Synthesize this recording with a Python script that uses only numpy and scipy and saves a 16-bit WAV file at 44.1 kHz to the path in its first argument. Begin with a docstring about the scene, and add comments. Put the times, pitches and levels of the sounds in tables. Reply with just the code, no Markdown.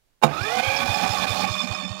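"""An electric starter cranks a portable generator, close by and outdoors: modulated partials whine up to speed
while one knock per gear tooth excites resonances of the metal. Each compression loads the gears and then
leaves them slack for a moment. Decaying modes and noise make the opening clunk of the pinion,
noise-driven resonances the chinks of catching teeth, short sine pulses the soft exhaust puffs, shaped noise
the quiet air. The left channel is almost silent: a very quiet copy of the sound and steady, low-weighted noise."""
import sys
import numpy as np
from scipy import signal
from scipy.fft import rfft, irfft
from scipy.io import wavfile
from scipy.ndimage import uniform_filter1d

SR = 44100
rng = np.random.default_rng(int(sys.argv[2]) if len(sys.argv) > 2 else 0)


def digitize_waveform(pressure):
    """Quantize a signal to 16-bit integers and store it at the path in sys.argv[1].

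    Rows of a 2-D input are taken as channels; values are limited to [-1, 1].
    """
    field = np.atleast_2d(pressure).T
    bounded = np.clip(field, -1, 1)
    quanta = np.round(bounded * 32767).astype(np.int16)
    wavfile.write(sys.argv[1], SR, quanta)


N = 88200
T = np.arange(N) / SR  # time in s
SHAFT_PER_TOOTH = .127  # shaft cycles per tooth passed


def amp(db):
    """Level law: decibels to an amplitude ratio."""
    return 10 ** (np.asarray(db) / 20)


def unit(x):
    """Normalization to a root-mean-square value of 1."""
    return x / np.sqrt(np.mean(x ** 2) + 1e-20)


def curve(points):
    """Linear interpolation in time between (t/s, value) points."""
    return np.interp(T, *np.transpose(points))


def bump(at, width):
    """Gaussian pulse in time with standard deviation width."""
    return np.exp(-.5 * ((T - at) / width) ** 2)


def decay(at, t60):
    """Exponential decay after a sudden onset, 60 dB in t60 seconds."""
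    return (T >= at) * amp(-60 * np.maximum(T - at, 0) / t60)


def colour(x, points):
    """Linear filtering: weights the spectrum by (f/Hz, level/dB) points, then normalizes."""
    hz, db = np.transpose(points)
    freqs = np.fft.rfftfreq(N, 1 / SR)
    gain = amp(np.interp(np.log(freqs + 1), np.log(hz), db))
    return unit(irfft(rfft(x) * gain, N))


def wander(hz):
    """Low-pass noise of unit rms: random fluctuation mostly slower than hz."""
    freqs = np.fft.rfftfreq(N, 1 / SR)
    lowpass = 1 / (1 + (freqs / hz) ** 2) ** 2
    return unit(irfft(rfft(rng.standard_normal(N)) * lowpass, N))


def jolt(angle):
    """Fourier sum of two harmonics: a cycle that rises fast and falls slowly."""
    return np.sin(angle) + 0.27 * np.sin(2 * angle)


def ring(x, modes):
    """Modal resonance: x drives (f/Hz, width/Hz, level/dB) modes whose strengths fluctuate."""
    flutter_db, skirt = 3, 1.21  # rms fluctuation; band edges as a ratio to the outer modes
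    out = np.zeros(N)
    for hz, width, db in modes:
        mode = unit(signal.lfilter(*signal.iirpeak(hz, hz / width, SR), x))
        out += amp(db + flutter_db * wander(hz=35.4)) * mode
    edges = [modes[0][0] / skirt, modes[-1][0] * skirt]
    return unit(signal.sosfilt(signal.butter(2, edges, "band", fs=SR, output="sos"), out))


def starter():
    """Gear dynamics: compression torque slows and loads the mesh, and its release leaves backlash."""
    # Nominal tooth rate before sag and wobble: t/s, f/Hz
    speed = [(.24, 199.7), (.325, 299.5), (.385, 311.5), (.42, 368.9), (.46, 418.4), (.56, 496.2),
             (.66, 534.7), (.74, 553.5), (.9, 578.3), (1.1, 595.2), (1.4, 611.3), (2, 619.9)]
    # Compression strokes: peak t/s, load on the gears/dB, slack that follows/dB; each layer scales them
    strokes = [(0.598, 11.5, -3), (0.828, 6.5, -3), (1.041, 7.5, -2), (1.243, 7, -4), (1.443, 9, -2.5),
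               (1.646, 5.5, -2.5), (1.85, 5.5, -2)]
    build_s, load_s = 0.012, 0.017  # pulse widths before and after the peak
    slack_after_s, slack_s = 0.019, 0.0061
    sag_share, sag_s, wobble = .045, .028, .009  # fractions of the rate; pulse width

    sag = sum(bump(at, sag_s) for at, _, _ in strokes)
    slowing = sag_share * sag * T / T[-1]  # deepens with time
    tooth_rate = curve(speed) * (1 - slowing + wobble * wander(hz=24.7))
    turns = np.cumsum(tooth_rate) / SR  # teeth passed
    load = sum(db * bump(at, np.where(T < at, build_s, load_s)) for at, db, _ in strokes)
    slack = sum(db * bump(at + slack_after_s, slack_s) for at, _, db in strokes)
    running = np.clip((T - speed[0][0]) / .02, 0, 1)
    gears = whine(turns) * amp(3.3 * slack) + rattle(turns, load, slack)
    return running * (gears + hum(turns, load) + groan(strokes))


def whine(turns):
    """Gear-mesh tones: partials locked to tooth passage, filtered by the radiation of the casing."""
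    # Whine level: t/s, level/dB
    whine_level = [(.24, -35), (.32, -35.5), (.42, -40.5), (.55, -35), (.72, -36), (.9, -40.5), (1.3, -40),
                   (1.6, -39), (1.85, -43), (2, -45)]
    # Whine partials: multiple of the tooth rate, level/dB, roughness (modulation depth)
    partials = [(1, 1, 0.27), (2, -14, 0.48), (3, -4.5, 0.72), (4, -6.5, 0.88), (5, -19.5, 0.7), (6, -9, 1),
                (7, -21, 0.55), (12, -30.5, 0.72)]
    # Radiation of the whine by the casing: f/Hz, level/dB
    radiation = [(200, -30), (350, -8.5), (470, 5), (600, -1.5), (900, -11), (1200, 6.5), (1650, 5.5),
                 (1850, -4.5), (2150, -10), (2450, -5.5), (3050, 12.5), (3600, 8), (4200, 4.5), (5300, 22),
                 (8000, 11)]
    # Singing of the motor's own gear mesh: t/s, level/dB
    sing_level = [(.28, -64), (.335, -34), (.39, -32.5), (.47, -37), (.55, -38), (.61, -36), (.69, -35.5),
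                  (.85, -33.5), (1.1, -41), (1.5, -67), (2, -52)]
    # Overtones of that mesh: multiple of its fundamental, level/dB
    overtone_modes = [(2, -12), (3, -16), (4, -22), (5, -23)]
    # Growl at one and a half times the tooth rate on the way up: t/s, level/dB
    growl_level = [(.42, -72), (.49, -34), (.55, -29), (.6, -24.5), (.63, -37.5), (.7, -58)]
    slip_teeth, sing_per_tooth, sing_flutter_db = .022, 4.22, 1.5
    fade_db_per_s, fade_from_s = 90, .385

    # One timing error shared by all partials shifts the phase of the high ones most.
    uneven = turns + slip_teeth * wander(hz=130)

    def partial(multiple, rough, phase=uneven):
        """Amplitude and phase modulation of one tone by complex noise."""
        modulation = 1 + rough * (wander(hz=68) + 1j * wander(hz=70))
        return unit((modulation * np.exp(2j * np.pi * multiple * phase)).real)

    stack = sum(amp(db) * partial(k, rough) for k, db, rough in partials)
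    stack = amp(curve(whine_level)) * colour(stack, radiation)

    overtones = sum(amp(db) * partial(k * sing_per_tooth, rough=.7, phase=turns)
                    for k, db in overtone_modes)
    overtones = overtones * amp(-fade_db_per_s * np.maximum(T - fade_from_s, 0))
    flutter_onset = np.clip((T - .36) / 0.14, 0, 1)
    flutter = sing_flutter_db * flutter_onset * jolt(2 * np.pi * SHAFT_PER_TOOTH * turns)
    sing = unit(amp(flutter) * (partial(sing_per_tooth, rough=.25) + overtones))
    growl = amp(curve(growl_level)) * partial(1.5, rough=0.48)
    return stack + amp(curve(sing_level)) * sing + growl


def teeth(turns, scrape):
    """Impact excitation: one uneven, slightly mistimed impulse per tooth, plus scraping noise."""
    jitter_s, spread_db = .0002, 2  # standard deviations, the sizes limited to two of them
    at = np.flatnonzero(np.diff(np.floor(turns)))
    late, size = rng.standard_normal((2, len(at)))
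    struck = np.clip(at + (late * jitter_s * SR).astype(int), 0, N - 1)
    knocks = np.zeros(N)
    knocks[struck] = amp(spread_db * np.clip(size, -2, 2))
    return unit(knocks - knocks.mean()) + scrape * rng.standard_normal(N)


def rattle(turns, load, slack):
    """Forced vibration: tooth impacts, modulated by the rotation, excite the metal parts."""
    # Resonances of the housing, the metal and the pinion: f/Hz, width/Hz, level/dB
    housing_modes = [(532, 20, -3.5), (760.3, 23, 8), (825, 21.5, 7), (1091, 180, -1.5), (1200, 50, -22),
                     (1506, 35, -2), (1675, 32, -7)]
    metal_modes = [(1107, 42, 7.5), (2750, 20, -11), (3541, 16.7, 5), (4424, 165, 0), (5227, 61, 0),
                   (5960, 130, -9.5), (6500, 150, -10), (7170, 50, -9.5)]
    pinion_modes = [(2405, 36, 0), (2470, 20.5, 0)]
    # Spectra of the casing's dull rumble and of the scraping hiss: f/Hz, relative level/dB
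    body_spectrum = [(25, -18), (60, -4), (130, -0.5), (230, 0), (400, -4.5), (900, -2), (1600, -15),
                     (2600, -9), (4500, -44), (7000, -44)]
    hiss_spectrum = [(300, -58), (1200, -14), (2000, -9), (3300, 15.5), (5000, 11), (7000, 3), (9000, -1),
                     (10000, -2.5), (10900, 2.5), (12500, -3.5), (16000, -6)]
    # Levels before load, slack and rotation act on them: t/s, level/dB
    clatter_level = [(.24, -24), (.32, -44.5), (.42, -40.5), (.5, -35), (.57, -36), (.68, -30), (1, -31),
                     (1.25, -32.5), (1.42, -34.5), (1.5, -41), (1.6, -48), (1.72, -41.5), (2, -58.5)]
    body_level = [(.24, -34), (.35, -35.5), (.52, -42.5), (.7, -40), (.9, -35.5), (1.2, -37), (1.42, -36),
                  (1.58, -46.5), (1.72, -41), (1.8, -48.5), (2, -49.5)]
    ring_level = [(.24, -58), (.39, -43.5), (.45, -36.5), (.6, -35), (.8, -37.5), (1.1, -32), (1.4, -33.5),
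                  (1.55, -33.5), (1.75, -35.5), (2, -41.5)]
    pinion_level = [(.24, -57), (.4, -44.5), (.45, -33), (.6, -40), (.68, -26.5), (.8, -34), (1, -36.5),
                    (1.35, -36), (1.44, -34.5), (1.65, -37.5), (1.83, -40), (1.93, -54), (2, -47.5)]
    hiss_level = [(.24, -64), (.3, -48.5), (.42, -42.5), (.58, -38), (1, -36.5), (1.42, -37), (1.5, -43),
                  (1.7, -48), (1.9, -60), (2, -66)]
    shaft_db, shaft_drift, lurch_per_tooth, lurch_db = 1.5, .9, .036, 0.5  # drift in rad rms

    shaft = shaft_db * jolt(2 * np.pi * SHAFT_PER_TOOTH * turns + shaft_drift * wander(hz=16))
    lurch = lurch_db * jolt(2 * np.pi * lurch_per_tooth * turns + 1.74 * wander(hz=3.2))
    force = amp(shaft + lurch)
    knocks = teeth(turns, scrape=1.0) * force

    clatter = ring(knocks, housing_modes) * amp(curve(clatter_level) + load + 1.4 * slack)
    body = colour(teeth(turns, scrape=1.72) * force, body_spectrum)
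    body = body * amp(curve(body_level) + 0.42 * load + .6 * slack)
    metal = ring(knocks, metal_modes) * amp(curve(ring_level) + 3.4 * slack + 1.1 * shaft)
    pinion_db = curve(pinion_level) + 0.63 * load + 2.1 * slack + .5 * shaft
    pinion = ring(knocks, pinion_modes) * amp(pinion_db)
    hiss_db = curve(hiss_level) + .25 * load + 1.8 * slack + .5 * shaft + 0.8 * lurch
    hiss = colour(teeth(turns, scrape=1.6), hiss_spectrum) * amp(hiss_db)
    return clatter + body + metal + pinion + hiss


def hum(turns, load):
    """Rotational tone: the turning rotor hums at a fixed fraction of the tooth rate."""
    # Rotor hum before load and flutter: t/s, level/dB
    hum_level = [(.3, -64), (.7, -73), (1, -48), (1.4, -42.5), (1.6, -45.5), (2, -41.5)]
    hum_per_tooth, flutter_db = .313, 2.8
    tone = unit(np.sin(2 * np.pi * hum_per_tooth * turns))
    return tone * amp(curve(hum_level) + 1.07 * load + flutter_db * wander(hz=23.5))


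def groan(strokes):
    """Resonance: noise through one low mode swells at each compression."""
    swell = sum(bump(at, 0.025) for at, _, _ in strokes)
    return amp(-39.5) * ring(rng.standard_normal(N), [(238, 35, 0)]) * swell


def engage():
    """Impact and free vibration: the pinion chatters into mesh, its blows ring modes and the frame thuds."""
    # Blows of the engaging pinion: t/s, level/dB
    blows = [(.2165, -39.5), (0.2228, -33), (0.2265, -20.5), (0.2312, -16.5), (0.236, -5), (0.24, -16.5),
             (0.265, -25)]
    # Modes those blows ring: f/Hz, level/dB, t60/s
    clunk_modes = [(341.3, -13.5, 0.16), (478, -13.5, 0.17), (516, -9.5, 0.16), (675.3, -12.5, 0.3),
                   (848.2, 6.5, 0.048), (1010, -17, 0.034), (1071, -6, .08), (1100, -15, 0.05),
                   (1503, -6, 0.038), (2360, -14.5, 0.068), (2767, -6.5, 0.032), (3744, -10.5, 0.063),
                   (6720, -24, 0.11)]
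    # Spectrum of the crack of each blow: f/Hz, relative level/dB
    crack_spectrum = [(88, -50), (150, -11), (850, 1.5), (1510, -9.5), (1730, -14.5), (2360, -20),
                      (3210, -21.5), (3750, -19), (4050, -21), (15000, -35)]
    # Modes of the frame's thud: f/Hz, level/dB, t60/s
    frame_modes = [(147.5, -17, 0.29), (224, -8, 0.099)]
    crack_db, crack_t60_s, clunk_db = -4.5, 0.064, -6
    frame_at_s, frame_rise_s = .233, 0.019

    cracks, clunk = np.zeros(N), np.zeros(N)
    for at, db in blows:
        noise = colour(rng.standard_normal(N), crack_spectrum)
        cracks += amp(db + crack_db) * noise * decay(at, crack_t60_s)
    for hz, db, t60 in clunk_modes:
        energy = sum((amp(blow_db) * decay(at, t60)) ** 2 for at, blow_db in blows)
        swing = uniform_filter1d(np.sqrt(energy), size=30)  # softens the onsets
        clunk += amp(db + clunk_db) * swing * np.sin(2 * np.pi * (hz * T + rng.random()))
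    since = T - frame_at_s
    rise = np.clip(since / frame_rise_s, 0, 1)
    thud = sum(amp(db) * decay(frame_at_s, t60) * np.sin(2 * np.pi * hz * since)
               for hz, db, t60 in frame_modes)
    return cracks + clunk + rise * thud


def chinks():
    """Resonance: now and then a tooth catches and one metal mode flashes in a Gaussian burst."""
    # Bright chinks: t/s, f/Hz, level/dB
    catches = [(.767, 5155, -29.5), (.877, 5146, -37), (1.238, 4260, -31.5), (1.491, 5250, -34),
               (1.568, 2402, -32.5)]
    length_s, width_hz = 0.0095, 94.2
    out = np.zeros(N)
    for at, hz, db in catches:
        out += amp(db) * bump(at, length_s) * ring(rng.standard_normal(N), [(hz, width_hz, 0)])
    return out


def exhaust():
    """Pulsed outflow: unburnt air leaves the muffler in soft puffs of a few cycles, each with a push."""
    # Exhaust puffs: start t/s, level/dB
    puffs = [(0.405, -25), (0.67, -25.5), (0.888, -23.5), (1.093, -25), (1.296, -24.5), (1.497, -25.5),
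             (1.7, -26.5), (1.901, -28.5)]
    puff_hz, peak_s, width_s, push = 105.3, 0.014, 0.0086, 0.28
    out = np.zeros(N)
    for at, db in puffs:
        peak = at + peak_s
        cycles = bump(peak, width_s) * np.sin(2 * np.pi * puff_hz * (T - at))
        out += amp(db) * (cycles - push * bump(peak, 0.002))
    return out


def outdoor_air():
    """Broadband background: steady noise with a low-weighted spectrum."""
    # Spectrum of the air: f/Hz, relative level/dB
    air_spectrum = [(15, -7), (25, -0.5), (335, -22), (604, -19.5), (1120, -24), (1540, -25), (2020, -26.5),
                    (15000, -32)]
    return amp(-73) * colour(rng.standard_normal(N), air_spectrum)


def scene():
    """Superposition: the generator and the quiet outdoor air add up at one microphone."""
    mono = engage() + starter() + chinks() + exhaust() + outdoor_air()
    return np.array([mono, mono])


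def record(dry):
    """Channel gain: full sound right, a very quiet copy and steady noise left; clipping, then a low-pass."""
    # Spectrum of the steady faint noise in the left channel: f/Hz, relative level/dB
    left_spectrum = [(25, -18), (150, -4), (1000, -18), (4000, -17.5), (15000, -31)]
    copy_db, left_noise_db, right_db = -47.5, -74, 5.5
    clip_at, edge_hz = 0.85, 15850
    left_noise = amp(left_noise_db) * colour(rng.standard_normal(N), left_spectrum)
    left = amp(copy_db) * dry[0] + left_noise
    both = np.clip([left, amp(right_db) * dry[1]], -clip_at, clip_at)
    lowpass = signal.firwin(511, edge_hz, window=("kaiser", 9), fs=SR)
    return signal.oaconvolve(both, lowpass[None], "same")


dry = scene()
out = record(dry)
digitize_waveform(out)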